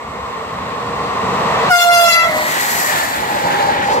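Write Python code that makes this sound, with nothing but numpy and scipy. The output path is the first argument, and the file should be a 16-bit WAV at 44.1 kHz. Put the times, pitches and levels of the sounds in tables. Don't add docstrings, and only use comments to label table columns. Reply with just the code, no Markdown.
import sys
import numpy as np
from scipy import signal
from scipy.fft import rfft, irfft
from scipy.io import wavfile
from scipy.ndimage import uniform_filter1d, map_coordinates

SR = 44100
rng = np.random.default_rng(int(sys.argv[2]) if len(sys.argv) > 2 else 0)


def linear_from_db(decibels):
    return 10 ** (np.asarray(decibels, float) / 20)


def waveform_to_disk(signal):
    frames = np.transpose(np.atleast_2d(signal))
    scaled = np.clip(frames, -1, 1) * 32767
    samples = np.round(scaled).astype(np.int16)
    wavfile.write(sys.argv[1], SR, samples)


N = 176400
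TIME = np.arange(N) / SR
EARS = np.array([[.5], [-.5]])

# (time [s], front roar [dB], side roar [dB], rear roar [dB],
# rumble [dB], left channel lag [samples])
PASS = [(0, -28.5, -50, -60, -35, -5), (.3, -25, -43, -60, -36.5, -4.5), (.7, -24, -35, -57, -32, -4.5),
        (1.1, -20.5, -33, -60, -29.5, -5), (1.35, -16, -47, -57, -27.5, -4),
        (1.65, -14, -22, -46, -25, -5.5), (1.9, -13, -14.5, -44, -23.5, -8),
        (2.2, -18.5, -12, -26, -27.5, -7), (2.35, -14, -6.5, -25.5, -19.5, -9),
        (2.55, -20, -7.5, -17.5, -26, -15.5), (2.75, -37, -13.5, -16, -25.5, -15),
        (3.0, -32, -10, -16, -27, -18.5), (3.15, -33, -15.5, -15.5, -29.5, -18),
        (3.35, -47, -18.5, -13, -25.5, -17), (3.55, -48, -17, -10, -27, -20),
        (3.75, -48, -18.5, -12.5, -27, -18), (3.88, -41, -41, -13, -26, -16.5),
        (4, -47, -28, -13.5, -32.5, -14)]
# (frequency [Hz], relative level [dB per Hz])
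FRONT_COLOUR = [(250, -20), (318, -20.5), (466, -2.5), (544, -8.5), (669, -6.5), (809, -6.5), (1070, -0.5),
                (1640, -19.5), (1850, -11), (2160, -18), (2710, -19), (3100, -23), (3930, -23), (4870, -30),
                (7080, -34), (7960, -32), (9210, -51), (11500, -43), (15700, -52)]
SIDE_COLOUR = [(150, -46), (250, -9), (385, -14), (482, -14.5), (603, -3.5), (658, -7), (705, -1.5),
               (1590, -7.5), (1850, -5.5), (2710, -15), (4390, -15.5), (5310, -27.5), (15500, -43)]
REAR_COLOUR = [(150, -49), (250, -16), (335, -13), (583, -6.5), (729, -14.5), (809, 0.5), (1180, -15),
               (1850, -12.5), (2570, -21.5), (4390, -27), (5410, -33), (7380, -33), (8920, -44.5),
               (11400, -42.5), (15500, -49)]
RUMBLE_COLOUR = [(15, -58), (25, -32), (66, -6), (150, 0), (205, 1), (281, -5), (313, -12.5), (330, -7),
                 (430, -38), (730, -120)]
# (time [s], pitch [Hz], level [dB], low gear line [dB re level], octave [dB re level])
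WHINE = [(0, 1070, -37, -17, -7), (.8, 1060, -32, -0.5, -21), (1.5, 1042, -27.5, -5, -14),
         (2.3, 990, -20, -21, 10.5), (2.75, 948.2, -20.5, -7, 5), (3.05, 887, -22, -27, 8),
         (3.3, 838.5, -21, -18, -14), (3.55, 813.5, -18.5, -28.5, -3.5), (4, 812, -21, -29, -12)]
# (ratio to pitch [1], drift corner [Hz], unlikeness at the ears [1])
WHINE_LINES = [(1.0, 11, .5), (.449, 7, .3), (2.0, 70, .5), (1.08, 25, .7)]
# (time [s], level [dB])
HISS = [(2.2, -21), (2.45, -14.5), (2.6, -9.5), (2.75, -8), (2.9, -11.5), (3.05, -17), (3.3, -25),
        (3.6, -30.5), (4, -58)]
# (frequency [Hz], relative level [dB per Hz])
HISS_COLOUR = [(880, -12), (1500, -10.5), (1860, -3.5), (2700, -16), (3630, -19), (4330, -12.5),
               (5380, -16), (7740, -10), (8970, -21), (12200, -14), (15700, -19)]
# (time [s], then left, right relative level [dB] of 1st, 2nd, 3rd and upper partials)
HORN = [(1.7, -16, -14, -27, -24, -43, -42, -31, -39), (1.715, -11, -22, -10, -11.5, -21, -25, -22, -24),
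        (1.75, -9, -19, -8.5, -9, -13.5, -21, -19, -23), (1.79, -13.5, -19, -16, -27, -23, -27, -20, -21),
        (1.825, -17.5, -18.5, -12, -11.5, -13.5, -21, -16, -16.5),
        (1.86, -19, -8.5, -19, -27, -46, -26, -22, -23),
        (1.9, -15, -8, -10.5, -12.5, -16.5, -22, -23.5, -23),
        (1.94, -13.5, -10.5, -16, -15, -18, -19, -17.5, -18),
        (1.99, -15.5, -9.5, -12.5, -14.5, -18, -36, -18.5, -16.5),
        (2.04, -17, -8.5, -18, -19, -25, -34, -19, -16.5), (2.085, -26, -13, -15, -10, -17, -22, -19, -18),
        (2.125, -18, -35, -21, -27, -16, -15, -13.5, -19),
        (2.165, -35, -19, -14.5, -15, -12.5, -21, -17, -21),
        (2.21, -29, -40, -15, -17, -13, -27, -22.5, -24.5),
        (2.25, -37, -20, -23.5, -15, -14, -37, -26, -22.5),
        (2.285, -15, -18, -21, -18.5, -28, -14, -27, -30)]
# (multiple of pitch [1], relative level [dB])
HORN_PARTIALS = [(1, -4.5), (2, 3.5), (3, 6), (4, -12), (5, -14), (6, -15.5), (7, -14.5), (8, -18.5),
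                 (9, -19), (10, -23), (11, -21.5), (12, -25), (13, -29), (14, -23), (15, -22.5), (16, -29),
                 (17, -21), (18, -27), (19, -27), (20, -34), (21, -26), (22, -23), (23, -34)]
# (time [s], pitch [Hz])
HORN_PITCH = [(1.7, 742), (1.716, 715), (1.735, 706), (1.75, 702.5), (1.8, 699), (1.94, 694), (2.04, 685),
              (2.3, 664)]
# (time [s], tilt [dB per partial])
HORN_TILT = [(1.7, 0), (1.72, 0), (1.86, 0.07), (1.9, -0.4), (1.93, -0.0543), (2.1, -0.15), (2.2, -0.6),
             (2.28, -1.4)]
# (delay [s], pitch [Hz], relative level [dB], top partial cut [Hz])
ECHOES = [(0.2, 620, -22, 670), (0.08, 714, -32.5, 4100)]
ECHO_PARTIALS_DB = [-2.5, -9, 2]
ECHO_SWELL = [12, 45]
# (frequency [Hz], relative level [dB per Hz])
FAR_HUM_COLOUR = [(25, -30), (50, -4), (70, 2), (100, -2.5), (140, -24)]
FAR_HISS_COLOUR = [(5000, -16), (6800, -8), (7900, 4), (8800, -20), (11500, -9), (15700, -20)]
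# (frequency [Hz], left-right likeness [1])
LIKENESS = [(100, 1), (300, 0.94), (500, 0.95), (900, 0.31), (1500, 0.67), (2300, 0.52), (4000, 0.47),
            (8000, 0.21), (14000, 0.33)]
# (frequency [Hz], left minus right [dB])
LEAN = [(60, -1), (180, 0.0), (550, 1.0), (1650, -1.5), (4970, 4), (15000, 4)]

HORN_DB, HORN_START_S, HORN_END_S = 16, 1.695, 2.27
HORN_ATTACK_S, HORN_RELEASE_S = .016, .02


def in_time(rows):
    s, *columns = np.transpose(rows)
    return [np.interp(TIME, s, column) for column in columns]


def at_hz(points, hz):
    table_hz, values = np.transpose(points)
    return np.interp(np.log(hz + 1), np.log(table_hz), values)


def rms_one(x):
    return x / np.sqrt(np.mean(x ** 2) + 1e-20)


def drift(corner_hz, count=1):
    step = 40
    pole = np.exp(-2 * np.pi * corner_hz * step / SR)
    noise = rng.standard_normal((count, N // step + 2002))
    slow = signal.lfilter([1], [1, -2 * pole, pole * pole], noise)[:, 2000:]
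    slow = rms_one(slow)
    return np.array([np.interp(np.arange(N) / step, np.arange(len(row)), row) for row in slow])


def coloured_noise(colour, patchy_db, rate, lean):
    hz = np.fft.rfftfreq(N, 1 / SR)
    mid, side = rfft(rng.standard_normal((2, N)))
    alike = np.clip(at_hz(LIKENESS, hz), 0, 1)
    pair = np.sqrt(1 + alike) * mid + np.sqrt(1 - alike) * side * 2 * EARS
    pair = pair * linear_from_db(at_hz(colour, hz) + lean * EARS * at_hz(LEAN, hz))
    pair = pair * (hz > colour[0][0]) * (hz < colour[-1][0])
    register = np.digitize(hz, [400, 1300, 4000])
    flicker = drift(rate, count=4)
    out = np.zeros((2, N))
    for k in np.unique(register[abs(pair[0]) > 0]):
        out += irfft(pair * (register == k), N) * linear_from_db(patchy_db * flicker[k])
    return rms_one(out)


def wheel_rail_roar():
    front_db, side_db, rear_db, rumble_db, _ = in_time(PASS)
    front = linear_from_db(front_db) * coloured_noise(FRONT_COLOUR, patchy_db=-0.17, rate=4.1, lean=.1)
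    side = linear_from_db(side_db) * coloured_noise(SIDE_COLOUR, patchy_db=1.5, rate=4.4, lean=0.86)
    rear = linear_from_db(rear_db) * coloured_noise(REAR_COLOUR, patchy_db=1.7, rate=11.5, lean=1.0)
    rumble = linear_from_db(rumble_db) * coloured_noise(RUMBLE_COLOUR, patchy_db=2.0, rate=9.5, lean=.9)
    return front + side + rear + rumble


def motor_whine():
    pitch, level_db, low_db, octave_db = in_time(WHINE)
    turn = 2 * np.pi * np.cumsum(pitch) / SR
    out = np.zeros((2, N))
    line_levels = [0, low_db, octave_db, -4.5]
    for (ratio, corner_hz, apart), db in zip(WHINE_LINES, line_levels):
        a, b, c, d = drift(corner_hz, count=4)
        in_phase = (a + apart * EARS * c) * np.cos(ratio * turn)
        quadrature = (b + apart * EARS * d) * np.sin(ratio * turn)
        out = out + linear_from_db(db) * (in_phase + quadrature)
    return linear_from_db(level_db) * out


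def roof_hiss():
    level_db, = in_time(HISS)
    started = TIME > HISS[0][0]
    return linear_from_db(level_db) * started * coloured_noise(HISS_COLOUR, patchy_db=1.1, rate=22.0, lean=1.66)


def horn_tone(delay, pitch_hz, level_db, cut_hz, fade_db):
    t = TIME - delay
    attack = np.clip((t - HORN_START_S) / HORN_ATTACK_S, 0, 1)
    shape = attack * np.exp(-np.maximum(t - HORN_END_S, 0) / HORN_RELEASE_S)
    live = shape > 1e-4
    jitter = .001 * drift(82.0)[0]
    turn = 2 * np.pi * np.cumsum(pitch_hz * (1 + jitter)) / SR
    air_filter = signal.butter(2, 330, fs=SR, output="sos")
    air = rms_one(signal.sosfilt(air_filter, rng.standard_normal((2, 2, N))))[..., live]
    out = np.zeros((2, N))
    for k, db in enumerate(level_db):
        fade, sway = drift(22.0, count=4)[:, live].reshape(2, 2, -1)
        dull = 1 / (1 + ((k + 1) * np.mean(pitch_hz) / cut_hz) ** 4)
        loose = min(k / 3, 1) ** 3
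        rough = .34 * (k / 16) ** 0.64
        phase = (k + 1) * turn[live] + 0.92 * loose * sway + 0.046 * k * k - k * np.pi / 2
        wave = (1 + rough * air[0]) * np.sin(phase) + rough * air[1] * np.cos(phase)
        level = linear_from_db(np.broadcast_to(db, (2, N))[:, live] + fade_db * loose * fade)
        out[:, live] += np.sqrt(2) * dull * level * wave
    return out * shape


def horn():
    first, second, third, upper = np.reshape(in_time(HORN), (4, 2, N))
    (pitch,), (tilt,) = in_time(HORN_PITCH), in_time(HORN_TILT)
    rest = np.array(HORN_PARTIALS)[3:, 1]
    rest = rest - 10 * np.log10(np.sum(linear_from_db(2 * rest)))
    levels = [first, second, third] + [upper + db + k * tilt for k, db in enumerate(rest)]
    out = horn_tone(0, pitch, levels, cut_hz=30000, fade_db=3.8)
    to_end = np.clip(TIME, HORN_START_S, HORN_END_S) - HORN_END_S
    for (delay, hz, db, cut_hz), swell_db in zip(ECHOES, ECHO_SWELL):
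        swell = linear_from_db(swell_db * to_end + 3.5 * drift(22, count=2))
        echo_levels = db + np.array(ECHO_PARTIALS_DB)
        out = out + horn_tone(delay, np.full(N, hz), echo_levels, cut_hz, fade_db=3.0) * swell
    return linear_from_db(HORN_DB) * out


def background():
    hum = linear_from_db(-44) * coloured_noise(FAR_HUM_COLOUR, patchy_db=3.5, rate=7.3, lean=.9)
    hiss = linear_from_db(-54) * coloured_noise(FAR_HISS_COLOUR, patchy_db=0.0, rate=9.5, lean=.1)
    return hum + hiss


def scene():
    left, right = wheel_rail_roar() + motor_whine() + roof_hiss() + horn() + background()
    lag = in_time(PASS)[-1]
    left = map_coordinates(left, [np.arange(N) - lag], order=3, mode="mirror")
    return np.array([left, right])


def roll_off(x):
    return signal.sosfilt(signal.butter(12, 15880, fs=SR, output="sos"), x)


def record(dry):
    limit_db, release_db_per_s, attack_s, sense_s = -6.5, 6, 0.0015, 0.032
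    low_cut_hz, top = 45, .95
    power = uniform_filter1d(np.mean(dry ** 2, axis=0), int(sense_s * SR))
    level = 10 * np.log10(power + 1e-12)
    ramp = release_db_per_s * TIME
    held = np.maximum.accumulate(level + ramp) - ramp
    over = np.maximum(held - limit_db, 0)
    r = np.exp(-1 / (attack_s * SR))
    x = dry * linear_from_db(-signal.lfilter([1 - r], [1, -r], over))
    x = top * np.tanh(x / top)
    x = signal.sosfilt(signal.butter(2, low_cut_hz, "high", fs=SR, output="sos"), x)
    return roll_off(x)


dry = scene()
out = record(dry)
waveform_to_disk(out)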